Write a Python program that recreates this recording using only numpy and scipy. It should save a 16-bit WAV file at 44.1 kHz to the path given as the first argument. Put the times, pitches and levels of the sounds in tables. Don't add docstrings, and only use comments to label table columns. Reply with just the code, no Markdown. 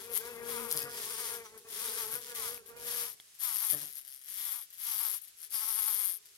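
import sys
import numpy as np
from scipy import signal
from scipy.fft import rfft, irfft, next_fast_len
from scipy.io import wavfile
from scipy.ndimage import uniform_filter1d, map_coordinates

SR = 44100
rng = np.random.default_rng(int(sys.argv[2]) if len(sys.argv) > 2 else 0)


def generate_wav(sig):
    pcm = np.round(np.clip(np.atleast_2d(sig).T, -1, 1) * 32767).astype(np.int16)
    wavfile.write(sys.argv[1], SR, pcm)


N = 280917
TIME = np.arange(N) / SR

# start t/s, end t/s, rise/s, fall/s, then relative level/dB of
SHAKE_BURSTS = [(-.05, 0.151, .03, 0.16, -47, -53, -56, 6, -3, -18),
                (0.094, 0.202, 0.068, 0.028, -32, -46, -43, 11, -8, -19),
                (.17, 0.517, .03, 0.25, -49, -57, -54.5, 7, -2, -16),
                (.41, 0.757, 0.09, .18, -41.5, -50.5, -44, 4.5, -3.5, -19),
                (0.675, 0.889, 0.039, 0.095, -37.5, -48.5, -33, 6.5, -6, -2),
                (0.849, 1.44, 0.14, 0.16, -43, -48.5, -51.5, -1, -11, -2),
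                (1.427, 1.523, 0.025, 0.06, -59, -59, -44.5, 3, -3, -4),
                (1.659, 2.162, 0.12, 0.15, -40.5, -48, -49.5, 2, -11, -2.5),
                (2.088, 2.229, 0.043, 0.1, -35.5, -47.5, -50, 10, -7, -10),
                (2.197, 2.35, 0.03, 0.031, -51.5, -53.5, -49, 4, -6, -15),
                (2.338, 2.597, 0.019, 0.11, -42, -49, -51.5, 6, -6, -4),
                (2.756, 3.159, 0.16, 0.14, -39, -47.5, -50.5, 9, -14, -11),
                (3.385, 3.784, 0.039, 0.054, -34, -48.5, -50.5, 10, -6.5, 4.5),
                (3.679, 3.768, 0.024, .06, -30, -48, -66, 9, -5, -1.5),
                (3.749, 3.948, 0.023, 0.13, -39, -50.5, -56, 8, -8, -19),
                (3.912, 4.019, .06, 0.031, -40.5, -55, -75, 13, -15, -12),
                (4.065, 4.265, 0.013, 0.19, -48, -61, -82, 3, -9, 4),
                (4.211, 4.669, 0.18, 0.18, -37.5, -50.5, -54.5, 11.5, -1, -9),
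                (4.758, 5.195, 0.1, 0.052, -35.5, -49.5, -51, 16.5, -8, 0.5),
                (5.21, 5.279, 0.0093, .06, -47.5, -77, -85, 8, -8, -16),
                (5.36, 5.491, .06, 0.042, -47, -60, -66, 3.5, -9, 3),
                (5.493, 6.196, 0.053, .14, -32.5, -49, -49, 9, -4.5, 1)]
# f/Hz, relative level/dB
DRAUGHT_SPECTRUM = [(25, -14.5), (70, 0.5), (130, 1), (300, -5), (700, 0), (2000, -26), (15800, -100)]


def amp(db):
    return 10 ** (np.asarray(db) / 20)


def unit(x):
    return x / np.sqrt(np.mean(x ** 2) + 1e-20)


def curves(rows):
    times, *columns = np.transpose(rows)
    return [np.interp(TIME, times, column) for column in columns]


def wobble(rate):
    return map_coordinates(rng.standard_normal(int(N * rate / SR) + 4), [TIME * rate])


def filtered(x, response):
    size = next_fast_len(N + 8192)
    return irfft(rfft(x, size) * response(np.fft.rfftfreq(size, 1 / SR)), size)[..., :N]


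def coloured(x, spectrum):
    hz, db = np.transpose(spectrum)
    return filtered(x, lambda f: amp(np.interp(np.log(f + 1), np.log(hz), db)))


def ringing(x, modes):
    def band_pass(f, hz, width):
        return 1j * f * width / (hz * hz - f * f + 1j * f * width)
    return filtered(x, lambda f: sum(amp(db) * band_pass(f, hz, width) ** 2 for hz, width, db in modes))


def shifting(x, modes, drift_db):
    return unit(sum(amp(db + drift_db * wobble(9)) * unit(ringing(x, [(hz, width, 0)]))
                    for hz, width, db in modes))


def placed(x, balance_db, lead_ms):
    half = np.array([[.5], [-.5]])
    pair = filtered(x, lambda f: np.exp(2j * np.pi * f * half * lead_ms / 1000))
    gain = amp(half * balance_db)
    return pair * gain / np.sqrt(np.mean(gain ** 2, axis=0))


def impulses(seconds, sizes):
    at = np.asarray(seconds)[:, None] * SR
    index = np.floor(at).astype(int) + np.arange(-7, 9)
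    shape = np.sinc(index - at) * np.cos(np.pi * (index - at) / 16) ** 2
    pulses = np.asarray(sizes)[:, None] * shape
    return np.bincount(np.clip(index, 0, N).ravel(), pulses.ravel(), N + 1)[:N]


def gate(start, end, rise, fall):
    return np.clip(np.minimum((TIME - start) / rise, (end - TIME) / fall), 0, 1)


def slips(per_second=18, decay_s=.031):
    count = round(per_second * N / SR)
    offset, size = rng.random((count, 2)).T
    jolts = impulses((np.arange(count) + offset) / count * N / SR, size)
    level = signal.lfilter([1], [1, -np.exp(-1 / (decay_s * SR))], jolts)
    return unit(np.tanh(unit(level - level.mean())))


def shaking_levels():
    idle_sizzle_db, idle_rasp_db, fidget_db = -63.5, -70, 6.5
    swell_db_per_s, ruffle_db = 8.5, .95
    slip = slips()
    sizzle = amp(idle_sizzle_db + fidget_db * slip) ** 2
    rasp = amp(idle_rasp_db + fidget_db * slip / 2) ** 2
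    drone = 1e-12
    for start, end, rise, fall, sizzle_db, rasp_db, drone_db, *_ in SHAKE_BURSTS:
        effort = gate(start, end, rise, fall)
        swell_db = swell_db_per_s * (np.clip(TIME, start, end) - (start + end) / 2)
        bloom_motion = gate(start, end, 2.66 * rise, fall=.099)
        sizzle += (effort * amp(sizzle_db + swell_db)) ** 2
        rasp += (effort * amp(rasp_db)) ** 2
        drone += (effort * bloom_motion * amp(drone_db)) ** 2
    return 10 * np.log10([sizzle, rasp, drone]) + ruffle_db * slip


def thorax_beat():
    # t/s, f/Hz
    jumps = [(0, 205.4), (0.171, 239.2), (0.342, 233), (.49, 278.5), (.61, 258.6), (.72, 156.1),
             (.79, 146.4), (.95, 250), (1.1, 248.9), (1.2, 255.5), (1.34, 284.6), (1.71, 265.3),
             (1.84, 246.1), (1.99, 240.8), (2.13, 145.3), (2.36, 306.3), (2.86, 252.5), (2.97, 245.9),
             (3.07, 258), (3.42, 276.5), (3.63, 230.2), (3.735, 149), (3.83, 149.8), (4.279, 209.2),
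             (4.39, 248.6), (4.459, 241), (4.559, 246.6), (4.81, 255.6), (4.89, 238.1), (5.015, 237.2),
             (5.155, 244.5), (5.53, 235), (5.624, 223), (5.69, 227), (5.785, 224), (5.875, 226.5),
             (5.99, 213.8), (6.15, 185.4)]
    jump_s, sag_s, rest_hz = .03, .22, 127.5
    times, jump_hz = np.transpose(jumps)
    last = np.maximum(np.searchsorted(times, TIME + jump_s / 2) - 1, 0)
    beat_hz = rest_hz + (jump_hz[last] - rest_hz) * np.exp((times[last] - TIME) / sag_s)
    return uniform_filter1d(beat_hz, round(jump_s * SR))


def contacts(strokes, width_ms, scatter_db, jitter_ms, bounce, rub):
    bounces, bounce_spread_s = 3, .00244
    chance = rng.standard_normal((len(strokes), 2 + 2 * bounces))
    size = amp(scatter_db * np.minimum(chance, 1))
    hits = impulses(strokes + jitter_ms * chance[:, 0] / 1000, size[:, 1] ** 2)
    for k in range(2, 2 + 2 * bounces, 2):
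        hits += impulses(strokes + bounce_spread_s * chance[:, k], (bounce * size[:, k + 1]) ** 2)
    lag_ms = np.arange(-128, 129) / SR * 1000
    shape = np.exp(-np.abs(lag_ms) / np.where(lag_ms < 0, width_ms / 2, width_ms))
    power = np.abs(signal.fftconvolve(hits, shape, 'same'))
    return np.sqrt(power / power.mean() + rub ** 2)


def stamen_sizzle(strokes, scatter_db, level_db, upper_db):
    # f/Hz, width/Hz, relative level/dB
    lower_modes = [(9500, 1030, 0)]
    upper_modes = [(11285, 1180, -8), (11824, 1070, -5.5)]
    force = contacts(strokes, width_ms=.34, scatter_db=scatter_db, jitter_ms=.12, bounce=.4, rub=.27)
    grit = force * rng.choice([-1, 1], N)
    upper = amp(upper_db)
    stamens = unit(ringing(grit, lower_modes)) - upper * unit(ringing(grit, upper_modes))
    stamens /= np.sqrt(1 + upper ** 2)
    return placed(amp(level_db + 1) * stamens, balance_db=24, lead_ms=.035)


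def petal_rasp(strokes, scatter_db, level_db):
    # f/Hz, relative level/dB
    spectrum = [(30, -22), (90, -13), (400, -14.5), (680, -16.5), (1100, -9), (1900, -0.5), (2650, -3.5),
                (3100, 1.5), (4200, 0), (5200, 1.5), (7000, 0), (8500, -0.5), (12000, -1.5), (15800, -5.5)]
    force = contacts(strokes, width_ms=.6, scatter_db=scatter_db, jitter_ms=.18, bounce=.5, rub=.7)
    scrape = force * (rng.standard_normal(N) + 1.97 * rng.standard_normal((2, N)))
    return placed(amp(level_db + 6) * unit(coloured(scrape, spectrum)), balance_db=1, lead_ms=.2)


def petal_twang(push, level_db, rim_db, blade_db):
    # f/Hz, width/Hz, relative level/dB
    rim_modes = [(2106, 440, -2), (3375, 470, 4)]
    blade_modes = [(4960, 460, -0.041), (5361, 670, -0.4), (5945, 500, -1.5)]
    rim = amp(rim_db) * shifting(push, rim_modes, drift_db=.5)
    blade = amp(blade_db) * shifting(push, blade_modes, drift_db=5)
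    return placed(amp(level_db - 4.5) * (rim + blade), balance_db=-9.5, lead_ms=.025)


def bloom_drone(push, level_db, beat_hz):
    # f/Hz, relative level/dB
    radiation = [(500, -53), (740, -14), (860, -7), (15800, -6)]
    # f/Hz, width/Hz, relative level/dB
    modes = [(1066, 830, 6.5), (1077, 584, -3.5), (1240, 580, -2.5), (2060, 620, -0.5)]
    firm_hz, slack_db_per_hz = 225.3, .25
    slack_db = slack_db_per_hz * np.maximum(firm_hz - beat_hz, 0)
    bloom = shifting(coloured(push, radiation), modes, drift_db=1.2)
    return placed(amp(level_db - slack_db) * bloom, balance_db=5, lead_ms=.16)


def sonication():
    sizzle_db, rasp_db, drone_db = shaking_levels()
    mode_levels = [((start + end) / 2, *rest[-3:]) for start, end, *rest in SHAKE_BURSTS]
    upper_db, rim_db, blade_db = curves(mode_levels)
    beat_hz = thorax_beat()
    cycles = np.cumsum(beat_hz * (1 + .008 * wobble(60))) / SR
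    strokes = np.interp(np.arange(1, int(cycles[-1])), cycles, TIME)
    grip_db = np.interp(strokes, TIME, sizzle_db)
    scatter_db = np.interp(grip_db, [-52, -38], [3.2, 1.4])[:, None]
    sizzle = stamen_sizzle(strokes, scatter_db, sizzle_db, upper_db)
    rasp = petal_rasp(strokes, scatter_db, rasp_db)
    jitter_s = rng.normal(0, .000025, len(strokes))
    push = impulses(strokes + jitter_s, amp(rng.normal(0, 1.5, len(strokes))))
    twang = petal_twang(push, rasp_db, rim_db, blade_db)
    return sizzle + rasp + twang + bloom_drone(push, drone_db, beat_hz)


def wing_tone(cycles, harmonics, flutter_db, rough, bright_db=0):
    orders, db = np.transpose(harmonics)
    tone = np.zeros(N)
    for k in range(1, round(orders[-1]) + 1):
        level_db = np.interp(k, orders, db) + (k > 2) * (bright_db + flutter_db * wobble(21.97))
        depth = rough * (1 + (k / 3) ** 2)
        eddies = depth * (wobble(110) + 1j * wobble(110))
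        carrier = np.exp(2j * np.pi * (k * cycles + rng.random()))
        tone += amp(level_db) * np.real((1 + eddies) * carrier) / np.sqrt(1 + 2 * depth ** 2)
    return tone


def hovering_bee():
    # t/s, relative level/dB, f/Hz
    hum = [(0.0, -53.5, 436), (0.04, -60.5, 454.5), (0.12, -50, 464.7), (0.18, -61.5, 438.7),
           (0.21, -53, 454.7), (0.3, -48.5, 481), (0.39, -47.5, 468.5), (0.64, -43, 474),
           (0.74, -51.5, 461), (0.88, -50.5, 476.3), (0.92, -56.5, 476.7), (1.17, -59.5, 443.2),
           (1.22, -54, 493.0), (1.25, -64, 480.9), (1.29, -51.5, 473.5), (1.41, -52, 462.5),
           (1.48, -71, 432.6), (1.57, -54, 445), (1.63, -98, 433.3), (1.65, -62.5, 449.9),
           (2.11, -54.5, 437.2), (2.17, -53.5, 486), (2.24, -64, 482.5), (2.31, -52, 483.7),
           (2.35, -55, 480), (2.42, -54, 446), (2.53, -52.5, 484.5), (2.67, -71, 442.4), (2.7, -57, 473),
           (3.04, -53, 475.3), (3.18, -92, 435.7), (3.3, -99, 432.7)]
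    # t/s, left minus right level/dB, wing-edge brightness/dB
    flight = [(0, 7, 7), (.3, 5, 5.5), (.63, 13.5, 1), (.9, 1, 10), (1.1, 4, 13.5), (1.4, 3, 8),
              (1.7, 2, 7.5), (2.1, -3.5, 10.5), (2.7, -8, 6), (3.2, -9, 10.5)]
    # harmonic number, relative level/dB
    harmonics = [(1, -14), (2, 0), (3, -24.5), (4, -18.5), (5, -18.5), (6, -18), (7, -17), (8, -20),
                 (11, -20.5), (16, -51)]
    db, hum_hz = curves(hum)
    side_db, bright_db = curves(flight)
    sway = wobble(22)
    beat_hz = hum_hz / 2 * (1 + .00898 * sway)
    cycles = np.cumsum(beat_hz * (1 + .005 * wobble(45))) / SR
    tone = wing_tone(cycles, harmonics, flutter_db=2.6, rough=.13, bright_db=bright_db)
    tone *= amp(db + 3.5 + 1.2 * sway)
    tone += amp(40.5 + 2 * db) * np.sin(2 * np.pi * cycles)
    gust_db = 2.5 * wobble(8)
    draught = amp(.5 * db - 36 + gust_db) * unit(coloured(rng.standard_normal((2, N)), DRAUGHT_SPECTRUM))
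    return placed(tone, balance_db=side_db, lead_ms=.16) + draught


def far_bee():
    # t/s, f/Hz, relative level/dB
    wingbeat = [(0, 217, -56.5), (.8, 218, -57.5), (1.17, 219, -53), (1.5, 210, -64.5), (1.9, 228.7, -52),
                (2.13, 226, -58), (2.8, 220, -64.5), (3.1, 216, -69), (3.3, 212, -92), (5.2, 210, -97),
                (5.8, 202, -70), (6.37, 204, -83)]
    # harmonic number, relative level/dB
    harmonics = [(1, -16), (2, 0), (3, -30), (5, -10)]
    beat_hz, db = curves(wingbeat)
    cycles = np.cumsum(beat_hz * (1 + .0141 * wobble(25))) / SR
    tone = wing_tone(cycles, harmonics, flutter_db=2.5, rough=.88)
    return placed(amp(db + 1.5) * tone, balance_db=-1.5, lead_ms=.19)


def garden_air():
    # f/Hz, relative level/dB
    spectrum = [(25, -15), (70, 1.5), (150, -5.5), (280, -14), (420, -10), (700, -15), (1200, -1),
                (3500, 4), (7000, 5.5), (11000, 5.5), (15800, -8)]
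    air = rng.standard_normal((2, N)) + .25 * rng.standard_normal(N)
    return amp(-61.5 + 1.5 * wobble(2.237)) * unit(coloured(air, spectrum))


def flicks():
    # t/s, scrape level/dB, petal's share relative to it/dB
    events = [(.1496, -26, -35), (.1758, -12, -46), (.7133, -14, -11.5), (.719, -17, -13),
              (0.7258, -12, -18), (0.768, -15.5, -23), (0.7745, -14, -12.5), (.82, -23, -22),
              (0.8282, -24, -10), (2.1166, -24, -27), (3.7339, -18, -28), (3.8559, -26, -20),
              (3.927, -30, -29), (3.9821, -30, -34), (4.078, -30, -37), (5.217, -36, -29)]
    bright, dull = np.zeros((2, N))
    t, decay_s = TIME[:400], .0008
    for start, db, petal_db in events:
        scrape = rng.choice([-1, 1], len(t)) * np.exp(-t / decay_s)
        bright[round(start * SR):][:len(t)] += amp(db) * scrape
        dull[round(start * SR):][:len(t)] += amp(db + petal_db) * scrape
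    tick = ringing(bright, [(11200, 4500, 3)])
    petal = ringing(dull, [(3387, 560, 6.1), (5160, 2700, 10.8)])
    return placed(tick, balance_db=11, lead_ms=.0091) + placed(petal, balance_db=-3, lead_ms=.16)


def open_wings():
    # peak t/s, rise/s, level/dB
    flaps = [(.76, 0.054, -46.5), (.84, 0.01, -48.5), (2.141, 0.018, -53.5), (3.742, 0.037, -43),
             (3.83, 0.029, -56.5)]
    # harmonic number, relative level/dB
    harmonics = [(1, 2), (2, 1), (3, -3), (4, -2), (5, -5.5), (7, -9.5), (12, 2.5)]
    fold_db_per_s = 248
    spread = np.zeros(N)
    for peak, rise, db in flaps:
        opening = np.clip((TIME - peak) / rise + 1, 0, 1) ** 2
        spread += opening * amp(db - fold_db_per_s * np.maximum(TIME - peak, 0))
    whirr = wing_tone(np.cumsum(thorax_beat()) / SR, harmonics, flutter_db=2.5, rough=.2)
    puff = amp(-15) * unit(coloured(rng.standard_normal((2, N)), DRAUGHT_SPECTRUM))
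    return spread * (placed(unit(whirr), balance_db=5.5, lead_ms=.26) + puff)


def leg_taps():
    # t/s, relative level/dB, f/Hz
    taps = [(1.885, -34.5, 3690), (2.577, -45.5, 2410), (3.2, -41.5, 3384)]
    out = np.zeros(N)
    t, t60_s = TIME[:1200], .011
    for start, db, hz in taps:
        ring = np.sin(2 * np.pi * hz * t) + .34 * np.sin(2 * np.pi * .63 * hz * t)
        scratch = .25 * rng.standard_normal(len(t))
        out[round(start * SR):][:len(t)] += amp(db + 2 - 60 * t / t60_s) * (ring + scratch)
    return placed(out, balance_db=-4, lead_ms=.021)


def scene():
    bumblebee = sonication() + open_wings() + flicks() + leg_taps()
    return bumblebee + hovering_bee() + far_bee() + garden_air()


def record(dry):
    cutoff_hz = 15830
    return filtered(dry, lambda f: f < cutoff_hz)


dry = scene()
out = record(dry)
generate_wav(out)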